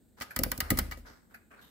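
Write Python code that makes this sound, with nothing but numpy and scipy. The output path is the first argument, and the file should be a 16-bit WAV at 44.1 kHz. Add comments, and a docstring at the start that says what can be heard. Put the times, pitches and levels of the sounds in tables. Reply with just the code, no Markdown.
"""A ratchet clicks as a clock's mainspring is wound with a steel key, close by in a small room.
The pawl snaps over the teeth in an uneven run, and each impact excites the modes of the steel parts
and the brass plates. The case rocks and thumps, the loose key knocks on its arbor, and friction
sounds as the hand slides to a new grip. Reverberation and a faint room tone lie behind."""
import sys
import numpy as np
from scipy import signal
from scipy.fft import rfft, irfft, next_fast_len
from scipy.io import wavfile
from scipy.ndimage import uniform_filter1d

SR = 44100
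rng = np.random.default_rng(int(sys.argv[2]) if len(sys.argv) > 2 else 0)


def store_pcm(level_fs):
    """Save levels as 16-bit WAV."""
    pcm = np.round(np.clip(level_fs, -1, 1) * 32767).astype(np.int16)
    wavfile.write(sys.argv[1], SR, np.atleast_2d(pcm).T)


N = 74970

# pawl impacts: t/s, snap level/dB, plate level/dB, snap T60/s, left over right/dB,
# treble shelf gain/dB, shelf corner f/Hz
PAWL_IMPACTS = [(0.2022, -38, -62, 0.011, 0, -10, 9000), (0.2102, -29.5, -32, 0.063, -1, -20.5, 7000),
                (0.2185, -32, -31.5, 0.076, -1, -10, 8900), (0.3626, -24.5, -28, 0.028, -0.5, 2, 11000),
                (0.3899, -25.5, -37, .022, 1, 4.5, 4460), (0.4351, -17.5, -27.5, 0.019, -1, 3.5, 12500),
                (.5170, -19, -28, 0.015, 0, 0, 10900), (0.5771, -36.5, -56, 0.025, -1.5, 5.5, 6000),
                (0.6041, -19.5, -23.5, 0.027, -0.5, -2, 7000),
                (0.7037, -20.5, -23.5, 0.041, -0.5, 3.5, 8900), (0.7728, -31.5, -34, .045, -2, -2, 9000),
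                (0.777, -36.5, -49, 0.027, 4, 5, 6150), (.7880, -17.5, -24, .030, 0, -1, 9000),
                (0.912, -36, -38, 0.12, 2.5, -11, 6500), (0.92, -46, -34, .035, 0, -5, 8040),
                (0.9722, -53.5, -55, 0.15, -0.5, -2.5, 9000)]
# spectrum of the snap: f/Hz, level/dB
SNAP_SPECTRUM = [(300, -32.5), (1200, -0.5), (2500, -8), (3700, -11.5), (4300, -5.5), (5450, -3),
                 (5850, -9), (6400, -3.5), (7000, -6.5), (7800, -3), (8500, -5), (9500, -6.5),
                 (10800, -1.5), (12000, -3), (13900, 1), (14600, -9), (15200, 6), (15900, -12),
                 (16450, -24), (16900, -29)]
# modes of the steel pawl and ratchet wheel: f/Hz, level/dB
STEEL_MODES = [(4220, -11), (4750, -21), (5290, -10.5), (5520, -16), (6400, -15), (7510, -38), (8000, -23),
               (10660, -36), (11510, -8), (12150, -27), (13260, -9), (13920, -26), (15050, -16),
               (15390, -3)]
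# spectrum of the brass plates' dense, overlapping modes: f/Hz, level/dB
PLATE_SPECTRUM = [(100, -17.5), (280, -1.5), (420, -6), (550, -1), (680, -5), (800, 1), (980, -7.5),
                  (1200, -2), (1550, 1), (1720, -1.5), (1900, 3), (2100, 1.5), (2450, -16.5), (2900, -9),
                  (3500, -7.5), (4800, -12), (8000, -27), (16000, -52)]
# distinct modes of the plates: f/Hz, level/dB, T60/s
PLATE_MODES = [(768, -13.5, 0.065), (967, -16, 0.061), (1246, -15, 0.14), (1302, -15, 0.053),
               (1514, -12, .08), (1685, -21, 0.11), (1910, -3, 0.034), (1974, -5.5, 0.05),
               (2288, -13, 0.063), (2907, -15, 0.044), (3100, -15.5, 0.041), (4500, -19, 0.079),
               (4876, -23, .06)]
def ratchet(snap_rise_s=0.00061, plate_rise_s=0.0013, slip_growth_s=0.0012):
    """Impact excitation: the pawl slips, drops and rings steel and brass; gives (noise, clear modes)."""
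    snaps, plates, steel, brass = np.zeros((4, 2, N))
    t = np.arange(SR // 4) / SR
    def mode(hz, t60, rise, spread_rad):
        """A damped sinusoid whose pitch and level vary a little with the load on each tooth."""
        hz = hz * (1 + 0.0049 * rng.standard_normal())
        gain = amp(2.5 * rng.standard_normal())
        phase = spread_rad * rng.standard_normal((2, 1))
        return gain * fade(t, rise, t60) * np.sin(2 * np.pi * hz * t + phase)
    for s, snap_db, plate_db, snap_t60, pan_db, treble_db, corner_hz in PAWL_IMPACTS:
        # the pawl slides off the tooth: a 10 ms swell that ends at the impact
        slip = (noise(len(t)) * np.exp(-t / slip_growth_s))[:, SR // 100::-1]
        add(snaps, s - slip.shape[1] / SR, amp(snap_db - 11) * slip)
        snap_gain = amp(snap_db) * pan(pan_db)
        shelf = lambda hz: amp(treble_db * hz ** 4 / (hz ** 4 + corner_hz ** 4))
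        first_contact = amp(-3.5) * decay(t, t60=0.0037)
        envelope = first_contact + fade(t, snap_rise_s, snap_t60)
        add(snaps, s, snap_gain * filtered(envelope * noise(len(t)), shelf))
        steel_ring = sum(amp(db) * shelf(hz) * mode(hz, t60=0.016, rise=snap_rise_s, spread_rad=0.74)
                         for hz, db in STEEL_MODES)
        add(steel, s, snap_gain * steel_ring)
        add(plates, s, amp(plate_db) * fade(t, plate_rise_s, t60=0.067) * noise(len(t)))
        brass_ring = sum(amp(db) * mode(hz, t60, plate_rise_s, spread_rad=0.9)
                         for hz, db, t60 in PLATE_MODES)
        add(brass, s, amp(plate_db) * brass_ring)
    plate_pan = pan(db=2)
    dense_ring = plate_pan * amp(-5.5) * coloured(plates, PLATE_SPECTRUM)
    return coloured(snaps, SNAP_SPECTRUM) + dense_ring, steel + plate_pan * brass


# jolts to the case: t/s, level/dB, contact cutoff f/Hz (higher is harder), sway level/dB
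JOLTS = [(0.211, -42, 500, -77), (0.369, -32.5, 320, -40.5), (0.3936, -26.5, 780, -51.5),
         (0.4161, -26, 376, -33.5), (.441, -38, 375, -56), (0.4634, -30.5, 780, -70),
         (.521, -38.5, 796, -65), (.586, -33, 300, -54), (.625, -30.5, 115, -37.5),
         (0.709, -25, 250, -28.5), (0.719, -17, 296, -44), (.741, -34.5, 253, -39), (.785, -25.5, 315, -33),
         (0.814, -31.5, 150, -39), (0.885, -39, 128, -41.5), (0.9734, -45, 714, -48),
         (1.105, -49.5, 306, -78)]
# modes of the case: f/Hz, level/dB, T60/s
CASE_MODES = [(71.5, -15, 0.23), (103.2, 0.5, 0.049), (145.8, 0.5, 0.0397), (198, -2, 0.065),
              (246.2, 0, 0.088), (288, -1, 0.036), (402.7, -6, 0.056), (529.4, 6, 0.032), (631, -12, 0.079)]
# modes of the whole clock swaying on its support: f/Hz, level/dB, T60/s
SWAY_MODES = [(42.8, -2, 0.54), (71.1, 1, 0.28)]
def case(rise_s=0.0017, phase_rad=0.16, path_lead_s=0.00005):
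    """Free vibration: jolts sway the clock and ring its case, soft contacts only the low modes."""
    thumps = np.zeros((2, N))
    t = np.arange(SR) / SR
    def ring(hz, t60):
        """A damped mode that leads in phase on one side, chosen at random, and lags on the other."""
        lead = (phase_rad + 2 * np.pi * hz * path_lead_s) * rng.choice([-1, 1])
        phase = np.array([[lead], [-lead]])
        return fade(t, rise_s, t60) * np.sin(2 * np.pi * hz * t + phase)
    for s, level_db, cutoff_hz, sway_db in JOLTS:
        for hz, db, t60 in CASE_MODES:
            contact_lowpass = 1 / np.hypot(1, (hz / cutoff_hz) ** 2)
            add(thumps, s, amp(level_db + db) * contact_lowpass * ring(hz, t60))
        for hz, db, t60 in SWAY_MODES:
            add(thumps, s, amp(sway_db + db) * ring(hz, t60))
    return thumps


# knocks of the key: t/s, knock level/dB, tick level/dB
KEY_KNOCKS = [(0.306, -40, -47), (1.3419, -42, -52), (1.5903, -53, -80)]
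# spectrum of the dull knock: f/Hz, level/dB
KNOCK_SPECTRUM = [(200, -22.5), (800, -9), (1050, -34), (1400, 0), (1700, 4.5), (1950, -7.5), (2200, -8),
                  (2500, -7.5), (3200, -39), (4500, -24.5), (16000, -44.5)]
# spectrum of its faint tick: f/Hz, level/dB
TICK_SPECTRUM = [(2000, -23), (3600, -9), (4500, 0.5), (5600, -12), (6500, -8), (9400, -9), (10500, -4),
                 (11300, 4.5), (12000, 7), (13000, -9), (14100, 1), (15700, -17.5)]
def key():
    """Damped impact: the loose key strikes its arbor and the hand absorbs the vibration."""
    knocks, ticks = np.zeros((2, 2, N))
    t = np.arange(SR // 4) / SR
    envelope = fade(t, rise=0.0016, t60=0.087)
    for s, knock_db, tick_db in KEY_KNOCKS:
        add(knocks, s, amp(knock_db) * envelope * noise(len(t)))
        add(ticks, s, amp(tick_db) * envelope * noise(len(t)))
    return coloured(knocks, KNOCK_SPECTRUM) + coloured(ticks, TICK_SPECTRUM)


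# sliding strokes: t/s, rise/s, T60/s, rub level/dB, hiss level/dB, scrape level/dB,
# scrape centre f/Hz, scrape half-width/Hz
STROKES = [(.168, 0.014, 0.9, -52, -65, -62.5, 4570, 2000), (0.621, 0.024, 0.61, -43, -85, -64, 4500, 1500),
           (1.046, 0.015, 0.49, -49, -64.5, -70, 3400, 980),
           (1.060, 0.0027, 0.44, -59, -66, -58, 5030, 1370),
           (1.294, 0.035, 0.39, -54.5, -65, -83, 3420, 1000),
           (1.504, 0.0084, 0.49, -53, -87, -62.5, 2460, 400),
           (1.56, 0.037, .5, -53.5, -80, -64.5, 4050, 490),
           (1.612, 0.0033, 0.49, -71, -58.5, -62.5, 3680, 110)]
# spectrum of the midrange rub: f/Hz, level/dB
RUB_SPECTRUM = [(150, -44.5), (400, 5), (800, 3), (1100, 5), (1500, 8.5), (2200, -1.5), (3000, -22.5),
                (6000, -18.5), (16000, -22)]
# spectrum of the treble hiss: f/Hz, level/dB
HISS_SPECTRUM = [(1500, -14), (3000, 12.5), (4600, 2.5), (7000, 3), (10600, -3), (11900, 11.5), (13000, 10),
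                 (14500, 1), (15500, -15)]
def rubbing(grain_db=2):
    """Sliding friction: skin on the key and the key on its arbor make short strokes of grainy noise."""
    rub, hiss, scrape = np.zeros((3, 2, N))
    t = np.arange(SR // 2) / SR
    for s, rise, t60, rub_db, hiss_db, scrape_db, centre_hz, half_width_hz in STROKES:
        roughness = unit(uniform_filter1d(rng.standard_normal(len(t)), size=120))
        stroke = fade(t, rise, t60) * unit(amp(grain_db * roughness))
        peak = lambda hz: 1 / (1 + ((hz - centre_hz) / half_width_hz) ** 2)
        band = unit(filtered(noise(len(t)), peak))
        add(rub, s, amp(rub_db) * stroke * noise(len(t)))
        add(hiss, s, amp(hiss_db) * stroke * noise(len(t)))
        add(scrape, s, amp(scrape_db) * stroke * band)
    return coloured(rub, RUB_SPECTRUM) + coloured(hiss, HISS_SPECTRUM) + scrape


# reverberation time: f/Hz, T60/s
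REVERB_TIMES = [(60, 0.76), (250, 0.66), (1500, 0.41), (5000, 0.47), (15000, 0.31)]
# gain of the reverberation: f/Hz, level/dB
REVERB_SPECTRUM = [(40, -21), (110, -9), (240, -10), (600, -8.5), (1500, -12), (1950, -11.5), (2500, -7.5),
                   (5000, -15), (8000, -17.5), (12000, -12.5), (15600, -17.5), (16100, -45)]
def reverberation(x, build_s=0.0024, stretches=14):
    """Diffuse decay: in the room and the coiled spring each frequency dies away at its own rate."""
    wet = np.zeros((2, N + 2 * SR))
    position = np.linspace(0, stretches - 1, N)
    for k in range(stretches):  # each overlapping stretch of sound excites its own random tail
        hz, t, spectrum = signal.stft(rng.standard_normal((2, SR * 2 // 3)), SR, nperseg=256)
        envelopes = fade(t, build_s, along(REVERB_TIMES, hz)[:, None])
        tail = signal.istft(spectrum * envelopes, SR, nperseg=256)[1]
        near = np.flatnonzero(abs(position - k) < 1)
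        stretch = x[:, near] * np.cos(np.pi / 2 * (position[near] - k))
        add(wet, near[0] / SR, signal.fftconvolve(stretch, tail / np.linalg.norm(tail[0]), axes=1))
    left, right = wet[:, :N]
    mid = left + right
    side = filtered(left - right, lambda hz: along([(100, 0.19), (800, 0.96)], hz))  # narrower bass
    stereo = np.array([mid + side, mid - side]) / 2
    return filtered(stereo, lambda hz: amp(along(REVERB_SPECTRUM, hz)))


# spectrum of the room tone: f/Hz, level/dB
ROOM_TONE_SPECTRUM = [(15, -29), (28, -9), (55, 0.5), (90, -2), (150, -6.5), (225, 1.5), (360, -10),
                      (600, -17), (1150, -33), (1600, -25.5), (2100, -33), (3200, -34.5), (3900, -30),
                      (5800, -39.5), (8100, -22.5), (9200, -31), (10800, -43.5), (12400, -28), (15700, -32)]
def room_tone(level_db=-64):
    """Stationary noise: a faint, steady background, strongest in the bass."""
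    return amp(level_db) * coloured(noise(N, width=0.59), ROOM_TONE_SPECTRUM)


def amp(db):
    """Amplitude ratio of a level in decibels."""
    return 10 ** (np.asarray(db) / 20)


def unit(x):
    """Normalisation to rms 1."""
    return x / np.sqrt(np.mean(x ** 2) + 1e-20)


def along(points, hz):
    """Interpolation of (f/Hz, value) points on a logarithmic frequency axis."""
    f, values = np.transpose(points)
    return np.interp(np.log(hz + 1), np.log(f + 1), values)


def filtered(x, response):
    """Zero-phase filtering: the spectrum of x times a function of frequency."""
    size = next_fast_len(x.shape[-1] + SR // 4)
    gain = response(np.fft.rfftfreq(size, 1 / SR))
    return irfft(rfft(x, size) * gain, size)[..., :x.shape[-1]]


def coloured(x, points, size=4096):
    """Minimum-phase filtering: a causal colouring that keeps the power of white noise."""
    gain = unit(amp(along(points, np.fft.rfftfreq(size, 1 / SR))))
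    cepstrum = irfft(np.log(gain + 1e-6))
    cepstrum[1:size // 2] *= 2
    cepstrum[size // 2 + 1:] = 0
    impulse_response = irfft(np.exp(rfft(cepstrum)))
    return signal.fftconvolve(x, impulse_response[None], axes=1)[:, :N]


def noise(count, width=1):
    """White stereo noise; width is the ratio of side to mid."""
    mid, side = rng.standard_normal((2, count))
    return unit(np.array([mid + width * side, mid - width * side]))


def add(track, s, sound):
    """Superposition of a sound on a track, starting at s seconds."""
    part = track[:, max(round(s * SR), 0):][:, :sound.shape[-1]]
    part += sound[..., :part.shape[1]]


def decay(t, t60):
    """Exponential damping: 60 dB down after t60 seconds."""
    return np.exp(-np.log(1000) * t / t60)


def fade(t, rise, t60):
    """Transient envelope: growth with time constant rise, times exponential damping."""
    return (1 - np.exp(-t / rise)) * decay(t, t60)


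def pan(db):
    """Left and right gains for a level difference in decibels."""
    return amp(np.array([[db / 2], [-db / 2]]))


def scene(noise_top_hz=15800):
    """Superposition of the clock's direct sound, its reverberation and the room tone."""
    lowpass = lambda hz: hz < noise_top_hz
    clicks, modes = ratchet()
    impacts = clicks + case() + filtered(key(), lowpass)
    soft_noise = filtered(rubbing() + room_tone(), lowpass)
    reverb = reverberation(impacts + amp(-11) * modes)  # clear modes reach the room more weakly
    return impacts + modes + reverb + soft_noise


def record(dry, low_cut_hz=37.6, top_hz=17000):
    """Band limiting: the deepest bass and the highest treble are removed."""
    highpass = signal.butter(3, low_cut_hz, "highpass", fs=SR, output="sos")
    return filtered(signal.sosfilt(highpass, dry), lambda hz: hz < top_hz)


dry = scene()
out = record(dry)
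store_pcm(out)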